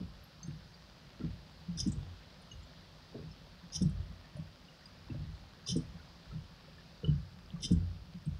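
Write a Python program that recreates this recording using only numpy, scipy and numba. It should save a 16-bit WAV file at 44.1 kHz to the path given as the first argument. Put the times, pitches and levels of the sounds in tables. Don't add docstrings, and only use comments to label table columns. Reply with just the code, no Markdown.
import sys
import numpy as np
from scipy import signal
from scipy.fft import rfft, irfft
from scipy.io import wavfile
from scipy.ndimage import uniform_filter1d
from numba import njit

SR = 44100
rng = np.random.default_rng(int(sys.argv[2]) if len(sys.argv) > 2 else 0)


def materialize(psi):
    bounded = np.clip(np.atleast_2d(psi).T, -1, 1)
    quanta = np.round(bounded * 32767).astype(np.int16)
    wavfile.write(sys.argv[1], SR, quanta)


N = 369999


def undb(db):
    return 10 ** (np.asarray(db) / 20)


def level(x, db):
    return x * undb(db) / np.sqrt(np.mean(x ** 2))


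def walk(rate):
    hold = int(SR / rate)
    steps = np.repeat(rng.standard_normal(N // hold + 1), hold)
    slewed = uniform_filter1d(uniform_filter1d(steps, hold), hold)[:N]
    return slewed / slewed.std()


def ring(x, hz, t60):
    pole = np.exp((2j * np.pi * hz - np.log(1000) / t60) / SR)
    return signal.lfilter([1], [1, -pole], x).imag


@njit
def add(out, s, hz, gain, phase, t60, rise):
    for k in range(len(s)):
        z, gap = gain[k] * np.exp(1j * phase[k]), 1.
        pole = np.exp((2j * np.pi * hz[k] - np.log(1000) / t60[k]) / SR)
        close = np.exp(-1 / (rise[k] * SR))
        start = int(s[k] * SR)
        for i in range(start, min(start + int(1.2 * t60[k] * SR), len(out))):
            z, gap = z * pole, gap * close
            out[i] += z.imag * (1 - gap) ** 2


def strike(out, s, hz, db, t60, rise, phase=0.):
    add(out, s, hz + 0 * s, undb(db) + 0 * s, phase + 0 * s, np.maximum(t60, .01) + 0 * s, rise + 0 * s)


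HISS_DB = -78


def hiss():
    return level(signal.lfilter([1], [1, -.25], rng.standard_normal(N)), HISS_DB)


# pitch_hz, relative_density_db (dB per Hz)
RAIN_SPECTRUM = [(120, -47), (200, -8.5), (254, 2.5), (328, -17.5), (361, -1), (403, -9), (554, -0.5),
                 (704, -4), (1830, -7), (2080, -10), (4470, -8), (4840, -7), (6540, -22), (9000, -36),
                 (11700, -64), (19800, -120)]
RAIN_DB = -61


def rain():
    hz_axis = np.maximum(np.arange(N // 2 + 1) * SR / N, 1)
    table = np.array(RAIN_SPECTRUM)
    colour = undb(np.interp(np.log(hz_axis), np.log(table[:, 0]), table[:, 1]))
    splash_hits = rng.random(N) < 60 / SR
    splash_size = undb(4.5 * np.minimum(rng.exponential(size=N), 3.5))
    splash = splash_hits * splash_size * rng.choice([-1, 1], size=N)
    swell = walk(0.95)
    spectrum = rfft(level(splash, -13.0))
    for step in range(-8, 13):
        hz = 1000 * 2 ** (step / 3)
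        drop_size = undb(2.2 * rng.exponential(size=N))
        drops = (rng.random(N) < .04 * hz / SR) * drop_size
        haze = undb(0.86 * swell + 1.03 * walk(6)) * rng.standard_normal(N)
        band = haze + level(drops - drops.mean(), -7)
        share = np.cos(np.clip(3 * np.log2(hz_axis / hz), -1, 1) * np.pi / 2)
        spectrum = spectrum + share * rfft(band)
    return level(irfft(spectrum * colour, N), RAIN_DB)


# start_s, pitch_hz, level_db
PING_TONES = [(.236, 12200, -56), (.236, 11300, -60), (.429, 6300, -38), (.430, 4420, -44.5),
              (.430, 7370, -55), (.454, 6330, -49), (.470, 8630, -56), (.740, 4700, -46),
              (1.211, 1370, -46.5), (1.772, 5040, -39), (1.773, 5800, -36), (1.772, 9500, -54),
              (1.772, 8000, -58), (1.889, 6800, -52), (1.918, 6800, -50), (2.417, 9200, -60),
              (2.514, 2900, -38.5), (2.514, 6400, -45), (2.630, 7270, -58), (3.150, 656, -41.5),
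              (3.312, 5260, -47.5), (3.721, 5080, -39), (3.721, 6400, -47), (3.892, 10600, -61),
              (4.242, 1800, -50.5), (4.366, 9410, -56), (4.366, 600, -41.5), (4.683, 2860, -48),
              (4.82, 1860, -51), (4.855, 4890, -40.5), (4.855, 8500, -61), (5.10, 2670, -47),
              (5.145, 564, -41), (5.662, 4940, -35), (5.663, 6440, -48), (5.664, 1110, -48),
              (5.998, 1460, -49), (6.312, 1306, -46.5), (6.68, 550, -45.5), (6.781, 1750, -48.5),
              (7.044, 2966, -31), (7.044, 1354, -48), (7.077, 3010, -43), (7.095, 2970, -42.5),
              (7.561, 1156, -46.5), (7.601, 6450, -58), (7.614, 10100, -54), (7.635, 2110, -47),
              (8.255, 8540, -53)]
# start_s, peak_db
GLASS_TICKS = [(0.2364, -59), (0.3544, -74), (0.4289, -67), (0.7404, -74), (2.4164, -68), (2.6289, -68),
               (4.366, -64), (4.8544, -74), (8.2574, -72)]
PING_T60_S = 0.046


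def pings():
    out = np.zeros(N)
    strike(out, *np.transpose(PING_TONES), PING_T60_S, 0.0018)
    s, db = np.transpose(GLASS_TICKS)
    out[(s * SR).astype(int)] += undb(db)
    return out


# low_modes_db, high_modes_db, top_modes_db
JINGLE_RUNS = [(1.7797, 0.026, -30, -21.5, -26, -17), (3.729, 0.025, -27.5, -20.5, -30, -19),
               (5.6701, .034, -28.5, -12.5, -27, -15), (7.6205, 0.027, -29, -13.5, -19, -15.5)]
TAP_SCATTER_DB = 3
BUILD_DB, BUILD_S = -6.5, 0.0067
DYING_DB_S, RATTLE_DB, RATTLE_GAP_S = 898, -20.5, 0.014


def jingle_taps(count=5):
    start, length, db, *colour_db = np.repeat(np.transpose(JINGLE_RUNS), count, axis=1)
    k = np.arange(len(start)) % count
    run = k * length / (count - 1)
    after = (k + 0.62) * RATTLE_GAP_S
    scatter_db = TAP_SCATTER_DB * rng.standard_normal((len(k), 2))
    loud_db = db + BUILD_DB * np.exp(-run / BUILD_S) + scatter_db[:, 0]
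    weak_db = db + np.maximum(-DYING_DB_S * after, RATTLE_DB) + scatter_db[:, 1]
    loud = [start + run, loud_db, *colour_db]
    weak = [start + length + after, weak_db, *colour_db]
    return np.hstack([loud, weak])


# low_modes_db, high_modes_db, top_modes_db
SINGLE_TAPS = [(1.871, -46.5, -23, -0.5, -5), (1.8884, -55, -16, -5, -23), (1.917, -52, -20, 6, -19),
               (3.8209, -40, -28, -9, -2), (3.8926, -62, -12, -8, -2), (5.7645, -44, -26, -2, -1),
               (5.771, -56, -17, -1, 0), (7.6044, -48.5, -11, -22, -25), (7.7174, -45, -22, -6, 0.5),
               (7.7214, -59, -13, 4, 1)]
# pitch_hz, relative_level_db, t60_s
METAL_MODES = [(2803, 7, 0.012), (2960, -8, 0.022), (3110, 3, 0.052), (3330, 0.5, 0.028),
               (3600, 9.5, 0.031), (4008, -3, 0.055), (4790, -14, 0.032), (5050, -6.5, 0.036),
               (5130, -6.5, 0.039), (5480, -7.5, 0.042), (5420, -12, 0.026), (5570, -3.5, 0.012),
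               (5744, -5, 0.029), (6000, -17, 0.03), (6020, -11, 0.054), (6414, -13.5, 0.047),
               (6770, -20.5, 0.032), (7150, -5.5, 0.045), (7720, -3.5, 0.057), (8600, -14, 0.04),
               (8400, -1, 0.038), (9150, -2, 0.035), (9260, 1.5, 0.02), (9470, -13, 0.023),
               (9810, -9, 0.043), (10080, -30, 0.046), (11160, -35, 0.058), (12100, -41, .05),
               (12400, -44, 0.034), (12750, -46, .05)]
METAL_GROUP_LIMITS = [4400, 7000, 8700, 10300]


def loose_metal(count=4):
    taps = np.hstack([jingle_taps(), np.transpose(SINGLE_TAPS)])
    s, tap_db, low_db, high_db, top_db = np.repeat(taps, count, axis=1)
    bounce = np.arange(len(s)) % count
    s = s + .0045 * bounce * rng.random(len(s))
    groups_db = np.array([low_db, 0 * s, high_db, top_db, 0 * s])
    drive_db = tap_db - 4.5 - 2.1 * bounce + groups_db
    luck = rng.standard_normal((len(s), len(METAL_MODES), 3))
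    out = np.zeros(N)
    for k, (hz, db, t60) in enumerate(METAL_MODES):
        group = np.searchsorted(METAL_GROUP_LIMITS, hz)
        gain_db = drive_db[group] + db + 4.85 * luck[:, k, 0]
        mode_hz = hz * (1 + 0.0097 * luck[:, k, 1])
        strike(out, s, mode_hz, gain_db, t60, 0.0016, np.pi * luck[:, k, 2])
    return out


# peak_s, deep_db, boom_db
SHUDDER_SURGES = [(0.0, -51, -63), (1.35, -55, -67), (1.87, -54, -54.5), (2.01, -48, -69),
                  (3.29, -70, -65.5), (3.91, -62, -64), (3.99, -46, -81), (5.26, -48, -80),
                  (5.84, -49.5, -66), (6.36, -51.5, -68), (7.41, -68, -80), (7.69, -50, -60),
                  (7.78, -46, -54.5), (8.01, -56, -80)]
FLOOR_DEEP_DB, FLOOR_BOOM_DB = -63.5, -65.5
SURGE_RISE_DB_S, SURGE_FALL_DB_S = 114, 118


def shudder():
    t = np.arange(0, N / SR + .01, .005)
    s, deep_db, boom_db = np.transpose(SHUDDER_SURGES)[:, :, None]
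    shape_db = np.where(t < s, SURGE_RISE_DB_S * (t - s), SURGE_FALL_DB_S * (s - t))
    gains = []
    for floor_db, surge_db in ((FLOOR_DEEP_DB, deep_db), (FLOOR_BOOM_DB, boom_db)):
        gain = undb(floor_db) + undb(surge_db + shape_db).sum(axis=0)
        gains.append(np.interp(np.arange(N) / SR, t, gain))
    return gains


# deep_modes_db, panel_modes_db, trim_modes_db
LINKAGE_KNOCKS = [(0.0, -32, 182, .09, .05, 11, -5, -10.5, -13),
                  (0.436, -41, 171, .15, .04, 30, -11, -34, -33),
                  (.475, -32.5, 147, .15, .053, 8.5, -11, -12.5, -36),
                  (1.195, -41, 195, 0.16, .04, 30, 0.5, 2, -1),
                  (1.234, -26.5, 166, 0.11, 0.041, 11.5, -10, -9.5, -20),
                  (1.68, -30.5, 171, 0.18, 0.028, 28, -11, -22, -41),
                  (1.75, -37, 162.5, 0.093, .04, 30, -3, -19, -33),
                  (1.807, -31, 131, 0.12, 0.036, 28, -6, -28, -36),
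                  (1.859, -18.5, 190, 0.1, .038, 8, -11.5, -9.5, -26),
                  (1.957, -30, 134, .12, .041, 13, -2.5, -27, -23),
                  (2.508, -54.5, 127, 0.18, 0.026, 4, 12, -19, -18),
                  (3.143, -41, 128, 0.16, .038, 0.5, -8, -1.5, 4.5),
                  (3.624, -46.5, 171, .16, 0.044, 32, -20, -16, -22),
                  (3.748, -37.5, 152, .13, .04, 30, 1, -30, -30),
                  (3.806, -21, 181.6, 0.17, .04, 30, -9, -12.5, -16.5),
                  (3.848, -18, 155.4, 0.096, .052, 23, -17, -21.5, -33),
                  (3.977, -37, 124, .13, .035, 7.5, 7, -32, -31),
                  (4.097, -44.5, 170, .13, 0.031, 26, -3, -19, -22),
                  (4.339, -40.5, 137.6, 0.17, .04, 30, -2, -22, -23),
                  (4.384, -32, 163.7, .12, 0.04, 16, -13, -18, -34),
                  (5.093, -36, 129, 0.2, 0.05, 1.5, 0, -3.5, -17),
                  (5.299, -51, 153, 0.28, .04, 35, 6, -23, -22),
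                  (5.683, -33, 126.4, .16, .04, 30, -4.5, -24, -11.5),
                  (5.717, -28, 172, 0.14, 0.052, 30, -16, -32, -28),
                  (5.756, -23.5, 157.3, 0.1, 0.041, 16, -24, -4.5, -8.5),
                  (5.933, -43.5, 168.7, .2, .04, 30, -0.5, -30, -27),
                  (6.31, -40, 126, 0.21, .04, 30, -19, -22, -11),
                  (6.334, -30, 165.5, 0.1, .025, 9, -18, -25, -32),
                  (7.032, -31.5, 158, 0.17, 0.051, 32, 0, -19, -3),
                  (7.074, -19, 143.6, 0.13, 0.035, 5, -10, -17.5, -24),
                  (7.533, -29, 166, .13, .04, 32, -23, -47, -36),
                  (7.639, -44.5, 140, 0.11, .04, 28, -15, 0, -20),
                  (7.705, -16, 175, .12, .052, 9.5, -4, -11.5, -18),
                  (7.894, -41.5, 143, .1, 0.055, 6.5, -9, -34, -34),
                  (8.077, -49, 163, 0.17, .04, 27, -5, -25, -20),
                  (8.141, -35, 175, 0.11, 0.03, 34, -16, -25, -39),
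                  (8.261, -24, 146, 0.11, .038, 12, -9, -22.5, -45)]
REST_HZ, SETTLE = 158, 0.43
DEEP_LOSS, DULLING_DB = 0.58, 5.5


def rebounds(count=4):
    columns = np.repeat(np.transpose(LINKAGE_KNOCKS), count, axis=1)
    s, db, hz, t60, gap, loss_db, deep_db, panel_db, trim_db = columns
    k = np.arange(len(s)) % count
    boom_db = db - k * loss_db
    boom_hz = REST_HZ + (hz - REST_HZ) * SETTLE ** k
    groups_db = [db + deep_db - DEEP_LOSS * k * loss_db,
                 boom_db - 12.5,
                 boom_db + panel_db - DULLING_DB * k,
                 boom_db + trim_db - DULLING_DB * k]
    return s + k * gap, boom_db, boom_hz, t60, np.array(groups_db)


# pitch_hz, relative_level_db, t60_s
BODY_MODES = [(52.2, 0, 0.26), (68.9, -7, 0.34), (89.4, -3, 0.38), (126.1, -9, 0.52), (152.6, 1.5, 0.24),
              (178.2, 1.5, 0.19), (241, 2.5, 0.14), (318.2, 0, 0.1095), (373, -4, 0.082), (422, -5, 0.13),
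              (471, -7.5, 0.099), (571, -17.5, 0.088)]
BODY_GROUP_LIMITS = [110, 230, 350]
SWELL_CYCLES = 2.14


def body():
    s, boom_db, boom_hz, boom_t60, drive_db = rebounds()
    deep_gain, boom_gain = shudder()
    luck = rng.standard_normal((len(s), len(BODY_MODES), 2))
    out = np.zeros(N)
    strike(out, s, boom_hz, boom_db + 8.5, boom_t60, SWELL_CYCLES / boom_hz)
    for k, (hz, db, t60) in enumerate(BODY_MODES):
        group = np.searchsorted(BODY_GROUP_LIMITS, hz)
        mode_hz = hz * (1 + 0.032 * luck[:, k, 0])
        rise = 0.56 * SWELL_CYCLES / hz
        strike(out, s, mode_hz, drive_db[group] + db + 2.5, t60, rise, 0.72 * luck[:, k, 1])
        shake_db = db - (12 if group > 1 else 0)
        shake = level(ring(rng.standard_normal(N), hz, 0.52 * t60), shake_db)
        out += (boom_gain if group else deep_gain) * shake
    return out


CABIN_T60_S, CABIN_DB = 0.26, -12.5


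def cabin(near):
    t = np.arange(SR // 3) / SR
    tail = rng.standard_normal(len(t)) * np.exp(-np.log(1000) * t / CABIN_T60_S) * (t > .003)
    unit_tail = tail / np.sqrt(np.sum(tail ** 2))
    return undb(CABIN_DB) * signal.fftconvolve(near, unit_tail)[:N]


def scene():
    near = loose_metal() + pings()
    return (near + cabin(near) + body() + rain() + hiss())[None]


TOP_HZ = 15720


def record(dry):
    thin = signal.sosfilt(signal.butter(3, 38, "high", fs=SR, output="sos"), dry)
    return signal.sosfilt(signal.ellip(10, .2, 60, TOP_HZ, fs=SR, output="sos"), thin)


dry = scene()
out = record(dry)
materialize(out)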